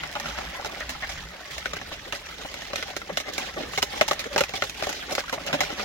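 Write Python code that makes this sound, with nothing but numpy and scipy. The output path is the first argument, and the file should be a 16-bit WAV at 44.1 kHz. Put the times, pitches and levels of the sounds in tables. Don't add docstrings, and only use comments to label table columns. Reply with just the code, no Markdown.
import sys
import numpy as np
from scipy import signal
from scipy.fft import rfft, irfft, next_fast_len
from scipy.io import wavfile
from scipy.ndimage import uniform_filter1d

SR = 44100
rng = np.random.default_rng(int(sys.argv[2]) if len(sys.argv) > 2 else 0)


def dump_mix(stems):
    frames = np.atleast_2d(stems).T
    limited = np.clip(frames, -1, 1)
    pcm = np.round(limited * 32767).astype(np.int16)
    wavfile.write(sys.argv[1], SR, pcm)


N = 257544
T = np.arange(N) / SR
LN_1000 = np.log(1000)

# start_s, drag_ms, hollow_hz (loaded bowl), spot_hz (struck spot), body_db, clack_db, tick_db
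WALL_KNOCKS = [(0.035, 3.7, 580, 1400, -36, -29.5, -42.5), (0.153, 14, 850, 1250, -32, -29, -46),
               (0.199, 4.2, 840, 1800, -35, -34.5, -32), (0.257, 1.4, 620, 1380, -35, -30, -42),
               (0.377, 11, 620, 1710, -37, -35.5, -49), (0.386, 1.3, 727, 1330, -29.5, -29.5, -40),
               (0.647, 3, 840, 1440, -28.5, -33, -34.5), (0.658, 10, 426, 3750, -32, -36, -35.5),
               (0.806, 12.6, 620, 1950, -39, -30.5, -54), (0.893, 13.3, 690, 1750, -40, -35, -32),
               (1.024, 22, 766, 1810, -42, -29.5, -62), (1.092, 15.5, 790, 2080, -40, -37.5, -36),
               (1.581, 2.2, 640, 2170, -44, -35, -33), (1.657, 0.38, 394, 1540, -33.5, -22.5, -39),
               (1.734, 2, 550, 1300, -33, -29.5, -35), (1.766, 1.2, 420, 1570, -36.5, -33, -39),
               (1.814, 0.7, 760, 1700, -37, -34.5, -47), (2.124, 2, 880, 2850, -40, -28, -34),
               (2.13, 7.7, 865, 1830, -37, -33.5, -43), (2.541, 1.8, 614, 2190, -39, -35, -37.5),
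               (2.62, 1.8, 690, 1810, -41, -36, -41.5), (2.733, 1.3, 570, 1154, -26.5, -30.5, -40),
               (2.758, 1.4, 713, 2470, -36, -28, -29), (2.826, 8.2, 483, 2090, -37, -30, -36.5),
               (2.965, 8.2, 410, 1880, -32.5, -31.5, -32.5), (3.016, 3.3, 593, 1390, -45, -34, -67),
               (3.172, 6.3, 670, 2920, -28, -25, -26.5), (3.201, 10.4, 564, 2120, -37, -35, -34.5),
               (3.336, .7, 530, 3070, -55, -51, -33), (3.38, 3.4, 410, 2360, -30, -28, -29),
               (3.282, 4.7, 570, 1180, -37, -37.5, -53), (3.734, 3, 570, 1130, -39, -33.5, -47),
               (3.776, 7.5, 414, 2170, -28.5, -26, -30), (3.783, 5.4, 770, 2140, -28.5, -28.5, -30.5),
               (3.821, 12, 494, 2510, -47, -33, -35), (3.827, 3.1, 956, 2900, -24.5, -22.5, -19.5),
               (4.011, 2.6, 608, 2040, -15, -14, -25), (4.017, 1.2, 557, 1310, -19.5, -32, -38),
               (4.028, 8.3, 620, 2670, -48, -41, -41), (4.08, 2.8, 860, 2060, -37, -34, -29),
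               (4.084, 3.5, 900, 2820, -29.5, -30, -25), (4.111, 2, 582, 1155, -18, -19.5, -29),
               (4.116, 1, 600, 1120, -25, -38, -33), (4.132, 1.8, 810, 1920, -40, -35, -33),
               (4.193, 16, 543, 2450, -39.5, -34.5, -31.5), (4.241, 3, 600, 1730, -54, -35, -41),
               (4.361, 1.6, 582, 1610, -17.5, -22.5, -29.5), (4.379, 1, 882, 2630, -25.5, -22, -23.5),
               (4.385, 3, 910, 2900, -32, -28, -28), (4.392, 7, 825, 4260, -48, -29, -35),
               (4.407, 0.65, 540, 1360, -18, -21.5, -24.5), (4.411, 4, 576, 1410, -21, -25, -33),
               (4.437, 0.48, 804, 2470, -39, -25.5, -30), (4.493, 1.5, 494, 2640, -37.5, -37.5, -37),
               (4.537, 11.6, 787, 2250, -31, -33, -40.5), (4.622, 0.8, 590, 1400, -23.5, -19.5, -32.5),
               (4.638, 6.4, 530, 1330, -36, -34, -34), (4.696, 0.6, 380, 2550, -52, -37.5, -32),
               (4.824, 2.3, 620, 1550, -24, -29, -34.5), (4.835, 12, 395, 2440, -37, -32.5, -34.5),
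               (4.869, 4.3, 562, 1120, -24, -44, -36), (4.892, 6.3, 840, 1480, -30, -34, -31.5),
               (4.928, 3.2, 835, 1900, -42, -36, -33.5), (5.122, 10, 527, 1130, -30, -39, -31),
               (5.151, 0.81, 362, 2220, -33.5, -28.5, -26.5), (5.18, 3.4, 525, 1410, -22.5, -27, -42),
               (5.205, 1.3, 596, 2180, -50, -33, -37), (5.295, 0.98, 760, 1550, -51, -31, -37),
               (5.327, 17, 590, 980, -26.5, -31.5, -34), (5.464, 10, 577, 2070, -34.5, -46, -36),
               (5.529, 19.4, 580, 1530, -25.5, -25, -33), (5.606, 2, 790, 2150, -25, -21, -24.5),
               (5.612, 6.1, 716, 2020, -23, -28.5, -31), (5.634, 7.1, 560, 1410, -35, -30.5, -35),
               (5.703, 8, 323, 1360, -32.5, -35, -46), (5.795, 14, 487, 1230, -33.5, -32, -43)]
# peak_s, length_ms, level_db (relative), depth_db (extra body)
WHISK_SWEEPS = [(0.058, 9.4, -45, 11), (0.275, 48, -40, -2.5), (0.44, 30, -42, 5.5), (0.69, 85, -54, 17),
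                (0.79, 58, -42.5, 0), (0.93, 94, -46.5, -2), (1.16, 160, -43, -3.5), (1.391, 45, -44.5, 2),
                (1.549, 140, -42, -0.5), (1.669, 30, -42, 1), (1.765, 49, -41, 4), (1.925, 47, -41, -3),
                (2.15, 20, -36, -1.5), (2.262, 12, -49.5, -11), (2.405, 27, -58, 18), (2.5, 280, -52, -8.5),
                (2.601, 150, -48, 1.5), (2.785, 45, -39, -2.5), (2.897, 29, -36.5, 0.5),
                (3.015, 12, -62, 13.5), (3.1, 41, -52, 8), (3.19, 26, -44, -10), (3.285, 31, -37.5, 5),
                (3.41, 106, -37.5, -0.5), (3.485, 30, -39.5, 2), (3.604, 68, -37.5, 3),
                (3.69, 54, -51.5, 13.5), (3.751, 75, -44, -9.5), (3.961, 60, -36.5, 0),
                (4.109, 170, -42.5, 0), (4.25, 40, -44.5, -1), (4.335, 33, -37, 3.5),
                (4.564, 26, -38, -7.5), (4.643, 59, -45.5, -8), (4.905, 170, -40, -2.5),
                (5.115, 27, -35.5, 3.5), (5.192, 17, -35.5, -5.5), (5.38, 15, -62, 12),
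                (5.485, 27, -36.5, 0), (5.64, 51, -37, -3), (5.72, 23, -42.5, 1), (5.815, 58, -35.5, -1)]
# freq_hz, level_db
WET_OUTLINE = [(100, -15), (170, -0.5), (350, 0), (700, -11), (1000, -9.5), (1900, 6.5), (2500, 0.5),
               (3300, 2), (4500, -4.5), (5600, -5.5), (7000, -11), (8000, -19.5), (11000, -22),
               (15500, -35.5)]


def undb(db):
    return 10 ** (np.asarray(db) / 20)


def rms(x):
    return np.sqrt(np.mean(x ** 2)) + 1e-12


def gains(points, size):
    hz, db = np.transpose(points)
    bin_hz = np.arange(size // 2 + 1) * SR / size
    return np.interp(np.log(bin_hz + 1), np.log(hz), db)


def colour(x, points, share=1):
    cepstrum = irfft(np.log(undb(share * gains(points, size=8192))))
    half = len(cepstrum) // 2
    folded = np.r_[cepstrum[0], 2 * cepstrum[1:half], np.zeros(half)]
    response = irfft(np.exp(rfft(folded)))
    return signal.fftconvolve(np.atleast_2d(x), response[None], axes=1)[:, :x.shape[-1]]


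def registers(x):
    low_hz, middle_hz, high_hz = 115, 900, 3000

    def cut(v, hz, kind):
        sos = signal.butter(2, hz, kind, fs=SR, output="sos")
        return signal.sosfilt(np.tile(sos, (2, 1)), v)

    body = cut(cut(x, low_hz, "high"), middle_hz, "low")
    upper = cut(x, middle_hz, "high")
    return [body, cut(upper, high_hz, "low"), cut(upper, high_hz, "high")]


def ring(x, response):
    return signal.fftconvolve(np.atleast_2d(x), response, axes=1)[:, :x.shape[-1]]


def walk(rate_hz):
    k = max(2, int(SR / rate_hz))
    steps = np.repeat(rng.standard_normal(N // k + 1), k)
    smooth = uniform_filter1d(steps, k)[:N]
    return smooth / rms(smooth)


def add(out, sound, start_s):
    i = max(0, int(start_s * SR))
    out[:, i:i + sound.shape[1]] += sound[:, :N - i]


def place(x):
    # freq_hz, left_minus_right_db
    side_outline = [(200, -2), (380, -2.5), (700, 2), (1300, 1.5), (2400, 0), (4400, -5), (6500, -5),
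                    (8500, -1), (11000, -4.5), (15000, -26.5)]
    return np.vstack([colour(x[0], side_outline, 1 / 2), colour(x[1], side_outline, -1 / 2)])


def sweep(peak_s, length_ms):
    return 0.5 ** np.minimum((2 * (T - peak_s) * 1000 / length_ms) ** 2, 100)


def lumpiness():
    blend_s = 2.1
    return np.clip(1 - (T / blend_s) ** 4, 0, 1)


def hiss(level_db=-63.5):
    return undb(level_db) * rng.standard_normal((2, N))


def kitchen(x, wet_db):
    t, t60_s, build_s = T[:SR // 2], .22, 0.0083
    onset = np.clip(t / build_s - .5, 0, 1)
    tail = rng.standard_normal((2, len(t))) * np.exp(-LN_1000 * t / t60_s) * onset
    tail = colour(tail, [(200, -41), (2000, -10), (14000, -6)])
    tail = tail / np.sqrt(np.sum(tail ** 2) / 2)
    return undb(wet_db) * signal.fftconvolve(x, tail, axes=1)[:, :N]


def rumble(level_db, throb_db, apart_db=-10):
    # freq_hz, level_db
    counter_outline = [(15, -43), (30, -13), (45, -1.5), (60, -1), (75, -4.5), (110, -14.5), (165, -10.5),
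                       (220, -19.5), (400, -31), (1500, -60)]
    # time_s, level_db (relative)
    shake_curve = [(0.0, -50), (0.18, -55), (0.3, -49), (0.56, -51.5), (0.72, -52), (0.8, -49),
                   (0.96, -49.5), (1.2, -47), (1.38, -56.5), (1.66, -52), (2.6, -52.5), (3.6, -51),
                   (4.5, -53), (5.84, -53.5)]
    mid, side = colour(rng.standard_normal((2, N)), counter_outline)
    shake = mid + undb(apart_db) * np.array([side, -side])
    shake = shake / np.sqrt(uniform_filter1d(mid ** 2, SR // 8))
    curve_db = np.interp(T, *np.transpose(shake_curve))
    return shake * undb(level_db + curve_db + throb_db * walk(3.96))


def rocks(level_db, waver=0.0715):
    # peak_s, length_ms, pitch_hz (before waver), level_db (relative)
    bumps = [(0.05, 58, 161, -46.5), (0.275, 40, 159, -44.5), (0.265, 45, 240, -43.5),
             (0.355, 73, 60.5, -39.5), (0.49, 39, 60.5, -41), (0.485, 31, 162, -44.5),
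             (0.86, 71, 59, -41.5), (0.91, 26, 255, -45), (1.255, 31, 58, -41.5), (1.29, 52, 167.3, -49.5),
             (1.53, 16, 150, -46), (1.59, 36, 61.9, -44), (1.715, 18, 67, -41.5), (1.745, 19, 160, -42),
             (2.97, 13, 177, -50.5), (3.6, 41, 179.3, -46), (4.018, 18, 165, -40), (4.115, 14, 165, -42),
             (4.367, 16, 168.6, -44), (4.413, 16, 164.5, -41), (4.625, 12, 166.2, -39),
             (5.545, 30, 165, -36.5), (5.64, 35, 158.8, -45), (5.81, 32, 186, -45.5)]
    warped_s = np.cumsum(1 + waver * walk(40)) / SR
    out = 0
    for peak_s, length_ms, hz, db in bumps:
        swell = np.sqrt(2 * sweep(peak_s, length_ms))
        out = out + undb(db + level_db) * swell * np.sin(2 * np.pi * hz * warped_s)
    return out


def thuds(level_db, follow=0.5):
    out, t, t60_s = np.zeros((2, N)), T[:5000], 0.009
    for start_s, _, _, _, body_db, _, _ in WALL_KNOCKS:
        jolt = rng.standard_normal(len(t)) * np.exp(-LN_1000 * t / t60_s)
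        thud = colour(jolt, [(40, -8.5), (90, -4.0), (165, -7.0), (280, -5), (800, -44.5)])
        add(out, thud / rms(thud) * undb(level_db + follow * body_db), start_s)
    return out


def bowl(wall_db, wall_t60_s, scatter_db, hollow_hz=575, spot_hz=2000, spot_db=-9, crack=0.71, crack_ms=0.91):
    # freq_hz, t60_s, energy_db, left_lead_rad
    bowl_modes = [(173, 0.083, -22, 1), (251, 0.034, -11, -1.5), (276, 0.032, -7, -1.5),
                  (405, 0.076, -6.5, 1.1), (574, 0.06, -3.5, 0.16), (789, 0.042, -0.5, 1.87),
                  (1118, 0.037, -8.5, 0.8), (1283, 0.04, -6.5, 1.5), (1470, 0.031, -8, 1),
                  (1842, 0.026, -7.5, -1), (2078, 0.033, -3, 2.5), (2450, 0.005, -10, 5),
                  (2820, 0.014, -0.5, 4.5), (3830, 0.007, -8, 3.5), (4060, 0.0094, -4.5, 3.5),
                  (5294, 0.013, -2, 11)]
    # freq_hz, level_db
    wall_outline = [(100, -3), (300, -14.5), (600, 1.5), (1000, -7), (2000, -5.5), (3200, -4.5), (4100, -3),
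                    (4700, -9), (5600, -5), (7000, -6.5), (8000, -16.5), (11000, -18), (15500, -31)]
    build_cycles = 0.47
    t = T[:4000]
    hollow = (hollow_hz, 0.04, 5.5, 1.0)
    spot = (spot_hz, .026, spot_db, 1)
    hz, t60_s, db, lead = np.transpose([*bowl_modes, hollow, spot])[:, :, None]
    weight, detune, side = rng.uniform(-1.5, 1.5, (len(hz), 3)).T[:, :, None]
    weight[-2:] = 0
    phase = 2 * np.pi * hz * (1 + 0.016 * detune) * t
    fade = np.sign(side) * undb(db + scatter_db * weight) * np.exp(-LN_1000 * t / t60_s) / np.sqrt(t60_s)
    fade = fade * (1 - np.exp(-t * hz / build_cycles))
    modes = np.array([(fade * np.sin(phase + k * lead / 2)).sum(0) for k in (1, -1)])
    dying = np.exp(-LN_1000 * t / wall_t60_s) + crack * np.exp(-1000 * t / crack_ms)
    crowd = colour(rng.standard_normal((2, len(t))) * dying, wall_outline)
    return modes / rms(modes) + undb(wall_db) * crowd / rms(crowd)


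def squelches(level_db, spread, cycles, glide, size_db, tear_db, count=7):
    # start_s, length_ms, pitch_hz (centre), level_db (relative)
    lump_bursts = [(0.089, 16, 1770, -38), (0.122, 19.5, 1950, -40), (0.242, 8, 1490, -36),
                   (0.283, 29, 1400, -38), (0.407, 12, 1310, -37), (0.519, 30, 2030, -39),
                   (0.742, 19, 1900, -39), (0.825, 10.3, 1530, -35.5), (0.948, 8.1, 1280, -38),
                   (1.019, 18, 1870, -35.5), (1.04, 15, 1620, -34), (1.168, 25.6, 1770, -39),
                   (1.339, 9.8, 1937, -42.5), (1.45, 18.6, 1880, -41), (1.99, 10, 1754, -41),
                   (2.261, 9.4, 1991, -39), (2.31, 9, 1730, -41), (3.422, 12, 1820, -37.5),
                   (5.025, 13.6, 1507, -35), (5.236, 7.8, 1087, -36), (5.278, 11.6, 1380, -35)]
    out, t = np.zeros((2, N)), T[:3000]
    for start_s, length_ms, centre_hz, db in lump_bursts:
        length_s = length_ms / 1000
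        delay, pitch, size, lead = rng.uniform(-1, 1, (count, 4)).T[:, :, None]
        delay_s = length_s * (np.arange(count)[:, None] + abs(delay)) / count
        hz, age_s = centre_hz * np.exp(spread * pitch), np.maximum(t - delay_s, 0)
        life = age_s * hz / cycles
        phase = 2 * np.pi * hz * age_s * (1 + glide * np.minimum(life, 1))
        fade = undb(size_db * size) * (age_s > 0) * np.exp(-LN_1000 * life)
        pockets = np.array([(fade * np.sin(phase + k * lead)).sum(0) for k in (1, -1)])
        skin = rng.standard_normal((2, len(t))) * (fade ** 2).sum(0)
        tear = place(colour(skin, WET_OUTLINE))
        sound = pockets / rms(pockets) + undb(tear_db) * tear / rms(tear)
        add(out, sound / rms(sound[:, :int(length_s * SR)]) * undb(db + level_db), start_s)
    return out


def sloshes(level_db, spread, cycles, glide, wall_db, small_db):
    # start_s, length_ms, pocket_hz (big pocket, before glide), level_db (relative)
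    folds = [(0.159, 24, 885, -37), (0.43, 14.5, 920, -39), (0.586, 35, 750, -32), (0.767, 16.5, 740, -35),
             (0.947, 16.6, 870, -41), (1.324, 28, 630, -40), (1.905, 30, 740, -35.5),
             (2.061, 25, 480, -39.5), (2.38, 20, 540, -42.5), (2.445, 12, 743, -31),
             (2.695, 24, 515, -39.5), (2.885, 32, 650, -41), (3.09, 22.5, 551, -27),
             (3.104, 35, 190, -36.5), (3.26, 35, 593, -46), (3.562, 20, 545, -28.5),
             (3.568, 17.5, 326, -33.5), (3.598, 18.7, 574, -29), (4.25, 25, 430, -29.5),
             (5.326, 19.6, 520, -33), (5.374, 14, 630, -29), (5.394, 38, 263, -39.5), (5.484, 43, 614, -31),
             (5.53, 16.5, 270, -23.5), (5.568, 11.4, 750, -36), (5.586, 14, 558, -31), (5.66, 11, 746, -39),
             (5.718, 20, 322, -34)]
    # freq_hz, level_db
    slap_outline = [(80, -5), (200, 6), (600, -14), (1200, -3.5), (2500, -10.5), (6000, -49)]
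    out, t = np.zeros((2, N)), T[:6000]
    for start_s, length_ms, pocket_hz, db in folds:
        length_s = length_ms / 1000
        delay, pitch, size = rng.uniform((0, -1, .5), (1, 1, 1), (8, 3)).T[:, :, None]
        size = size * undb(small_db)
        delay[0], pitch[0], size[0] = 1 / 3, 0, 1
        hz, age_s = pocket_hz * np.exp(spread * pitch), np.maximum(t - delay * length_s, 0)
        life_s = cycles / hz
        phase = 2 * np.pi * hz * age_s * (1 + glide * np.minimum(age_s / life_s, 1))
        fade = size * (1 - np.exp(-age_s * hz)) * np.exp(-LN_1000 * age_s / life_s)
        pockets = np.array([(fade * np.sin(phase + lead)).sum(0) for lead in (1.1, 0)])
        push = rng.standard_normal(len(t)) * np.sin(np.pi * np.minimum(t / length_s, 1))
        slap = colour(ring(push, bowl(wall_db=1.5, wall_t60_s=0.0074, scatter_db=-2.0)), slap_outline)
        sound = pockets / rms(pockets) + undb(wall_db) * slap / rms(slap)
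        add(out, sound / rms(sound[:, :int(length_s * SR)]) * undb(db + level_db), start_s)
    return out


def pops(rate_hz, centre_hz, spread, cycles, glide, size_db):
    out, t = np.zeros((2, N)), T[:1000]
    for start_s in rng.uniform(0, T[-1], int(rate_hz * T[-1])):
        pitch, size, lead = rng.standard_normal(3)
        hz = centre_hz * np.exp(spread * np.clip(pitch, -2, 2))
        life = t * hz / cycles
        phase = 2 * np.pi * hz * t * (1 + glide * np.minimum(life, 1))
        fade = undb(size_db * min(size, 2)) * (1 - np.exp(-t * hz)) * np.exp(-LN_1000 * life)
        add(out, fade * np.sin([phase + 0.88 + lead / 2, phase]), start_s)
    return out


def spatter(rate_hz, low_hz, high_hz, width, length_ms, size_db):
    out, t = np.zeros((2, N)), T[:1500]
    for k in range(int(rate_hz * T[-1])):
        when, pitch, size, length = rng.random(4)
        hz = low_hz * (high_hz / low_hz) ** pitch
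        burst = rng.standard_normal((2, len(t))) * np.exp(-1000 * t / (length_ms * (.5 + length)))
        burst = burst[0] + burst * np.array([[0], [1]])
        pocket = np.sin(2 * np.pi * hz * t) * np.exp(-np.pi * width * hz * t)
        slap = ring(burst, pocket[None])
        add(out, slap / rms(slap) * undb(size_db * size), min((k + 2 * when) / rate_hz, T[-1]))
    return out


def churn(x, depth_db, rate_hz):
    size = next_fast_len(N)
    spectrum, out = rfft(x, size), 0
    bin_hz = np.arange(size // 2 + 1) * SR / size
    band = 4 * np.log2(np.clip(bin_hz, 500, 8000) / 500)
    for k in range(17):
        part = irfft(spectrum * np.maximum(1 - abs(band - k), 0), size)[:, :N]
        out = out + part * undb(depth_db * walk(rate_hz * rng.uniform(.7, 1.3)))
    return out


def stirring():
    # time_s, level_db (relative)
    stir_curve = [(0.0, -34.5), (0.44, -33), (1.45, -41.5), (1.69, -37), (2.05, -39), (3.22, -39),
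                  (3.33, -40.5), (5.84, -36.5)]
    stir_db, sweep_db = -5.5, 0.24
    tick_loss = 1
    thickening_db_per_s = (0.5, 0, 0.25)
    power = undb(np.interp(T, *np.transpose(stir_curve)) + stir_db) ** 2 * np.ones((3, 1))
    for peak_s, length_ms, db, depth_db in WHISK_SWEEPS:
        gain = undb(db + sweep_db + depth_db * np.array([[1], [0], [-tick_loss]]))
        power = power + gain ** 2 * sweep(peak_s, length_ms)
    return np.sqrt(power) * undb(np.outer(thickening_db_per_s, T))


def swish(body_db, clack_db, tick_db, grain_rate_hz, grain_spread_db, flutter_db, bowl_db, pops_db, slaps_db,
          lumps_db, lumpy_film_db):
    grains = rng.random(N) < grain_rate_hz / SR
    grains = grains * undb(grain_spread_db * np.minimum(rng.exponential(size=N), 4))
    force = grains * undb(flutter_db * walk(110)) * rng.choice([-1, 1], (2, N))
    film = churn(colour(force, WET_OUTLINE), depth_db=2.6, rate_hz=45)
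    wall, stretch = np.zeros((2, N)), SR // 20
    for i in range(0, N, stretch):
        touch = bowl(wall_db=-2.5, wall_t60_s=0.042, scatter_db=11.5, hollow_hz=rng.uniform(421, 870),
                     spot_hz=rng.uniform(1254, 2605), spot_db=-1.5)
        add(wall, signal.fftconvolve(force[:1, i:i + stretch], touch, axes=1), i / SR)
    wall = colour(wall, [(400, 0.0), (800, 6), (2200, 7.5), (5000, -2.0)])
    blips = pops(rate_hz=120, centre_hz=1718, spread=0.265, cycles=43, glide=0.08, size_db=3.5)
    slaps = spatter(rate_hz=85, low_hz=487, high_hz=4560, width=0.33, length_ms=10.7, size_db=6)
    lumps = spatter(rate_hz=110, low_hz=900, high_hz=5500, width=0.35, length_ms=0.9, size_db=13)
    even = film / rms(film) + undb(bowl_db) * wall / rms(wall)
    mix = even * undb(lumpy_film_db * lumpiness())
    mix = mix + undb(pops_db) * blips / rms(blips) + undb(slaps_db) * slaps / rms(slaps)
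    mix = mix + undb(lumps_db) * lumpiness() * lumps / rms(lumps)
    parts = zip(registers(place(mix)), stirring(), (body_db, clack_db, tick_db))
    return sum(part / rms(part) * gain * undb(db) for part, gain, db in parts)


def bare(x, tick_over_clack_db, share=0.035, offset_db=4):
    return colour(x, [(7000, 0), (11000, 1)], share * np.clip(tick_over_clack_db + offset_db, -10, 12))


def taps(body_db, clack_db, tick_db):
    scatter_s, drag_range_ms, spread_db = 0.0099, (0.67, 16), 3
    rows = []
    for peak_s, _, db, _ in WHISK_SWEEPS:
        lag, size, bright = np.clip(rng.standard_normal(3), -1.5, 1.5)
        levels = db + np.array([body_db, clack_db, tick_db])
        levels = levels + spread_db * (size + bright * np.array([-1, 0, 1]))
        start_s = min(peak_s + scatter_s * lag, T[-1])
        rows.append((start_s, rng.uniform(*drag_range_ms), rng.uniform(316, 930), rng.uniform(860, 2600),
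                     *levels))
    return rows


def knocks(touches, body_db, clack_db, tick_db, catch_rate_hz, chatter, snap_ms, swell, wires_db, pan_db=-0.6):
    # freq_hz, level_db
    lean_outline = [(120, -4), (300, -4.5), (500, -0.5), (1000, 1)]
    wire_gap_ms = 3.55
    landing = 3.1
    out, t = np.zeros((2, N)), T[:5000]
    for start_s, drag_ms, hollow_hz, spot_hz, *levels in touches:
        drag_s, snap = max(drag_ms, .5) / 1000, np.exp(-drag_ms / snap_ms)
        catches = (rng.random(len(t)) < catch_rate_hz / SR) * rng.uniform(-0.78, 1, len(t))
        pressure = np.exp(-(t / drag_s) ** 2) * (1 - np.exp(-t / (swell * drag_s)))
        gap_ms = wire_gap_ms * rng.uniform(.7, 1.4)
        wires = undb(wires_db * (np.cos(2 * np.pi * t * 1000 / gap_ms) - .5))
        force = chatter * catches * pressure * wires
        force[0] += landing * snap
        response = bowl(wall_db=-1, wall_t60_s=0.066, scatter_db=5.0, hollow_hz=hollow_hz, spot_hz=spot_hz,
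                        spot_db=4.5)
        sound = colour(place(ring(force, response)), lean_outline)
        sound = bare(sound, levels[2] - levels[1]) * undb(np.array([[pan_db], [-pan_db]]) / 2)
        contact = int((drag_s + .008) * SR)
        parts = zip(registers(sound), levels, (body_db, clack_db, tick_db))
        add(out, sum(p / rms(p[:, :contact]) * undb(db + trim_db) for p, db, trim_db in parts), start_s)
    return out


def scene():
    # freq_hz, level_db
    lumpy_outline = [(130, 2), (240, -2.5), (340, -2.5), (450, -4.5), (600, 0), (2200, -0.5), (2800, -1.5),
                     (5000, -1)]
    touches = [*WALL_KNOCKS, *taps(body_db=-4.5, clack_db=-10.0, tick_db=-8.5)]
    whisk = knocks(touches, body_db=-2.0, clack_db=-0.5, tick_db=-1.5, catch_rate_hz=3000, chatter=1.0,
                   snap_ms=21.0, swell=0.25, wires_db=3.5)
    whisk = whisk + swish(body_db=-5.0, clack_db=-1.66, tick_db=-3.0, grain_rate_hz=5000, grain_spread_db=1.0,
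                          flutter_db=1.68, bowl_db=-2.5, pops_db=-6.0, slaps_db=-6.5, lumps_db=-7.0,
                          lumpy_film_db=-0.5)
    whisk = whisk + sloshes(level_db=-3.0, spread=0.42, cycles=22, glide=0.18, wall_db=-2.0, small_db=-5.5)
    whisk = whisk + squelches(level_db=-0.5, spread=0.15, cycles=35, glide=0.071, size_db=-2.5, tear_db=-2.5)
    whisk = whisk + lumpiness() * (colour(whisk, lumpy_outline) - whisk)
    counter = rumble(level_db=2.0, throb_db=1.5) + rocks(level_db=-1) + thuds(level_db=-40.0)
    return whisk + kitchen(whisk, wet_db=-23.0) + counter + hiss()


def record(dry, apart_hz=280, top_hz=16000):
    mid, side = (dry[0] + dry[1]) / 2, (dry[0] - dry[1]) / 2
    low_side = signal.sosfiltfilt(signal.butter(2, apart_hz, fs=SR, output="sos"), side)
    side = side - .8 * low_side
    rounded = np.tanh([mid + side, mid - side])
    return signal.sosfilt(signal.ellip(10, .2, 70, top_hz, fs=SR, output="sos"), rounded)


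dry = scene()
out = record(dry)
dump_mix(out)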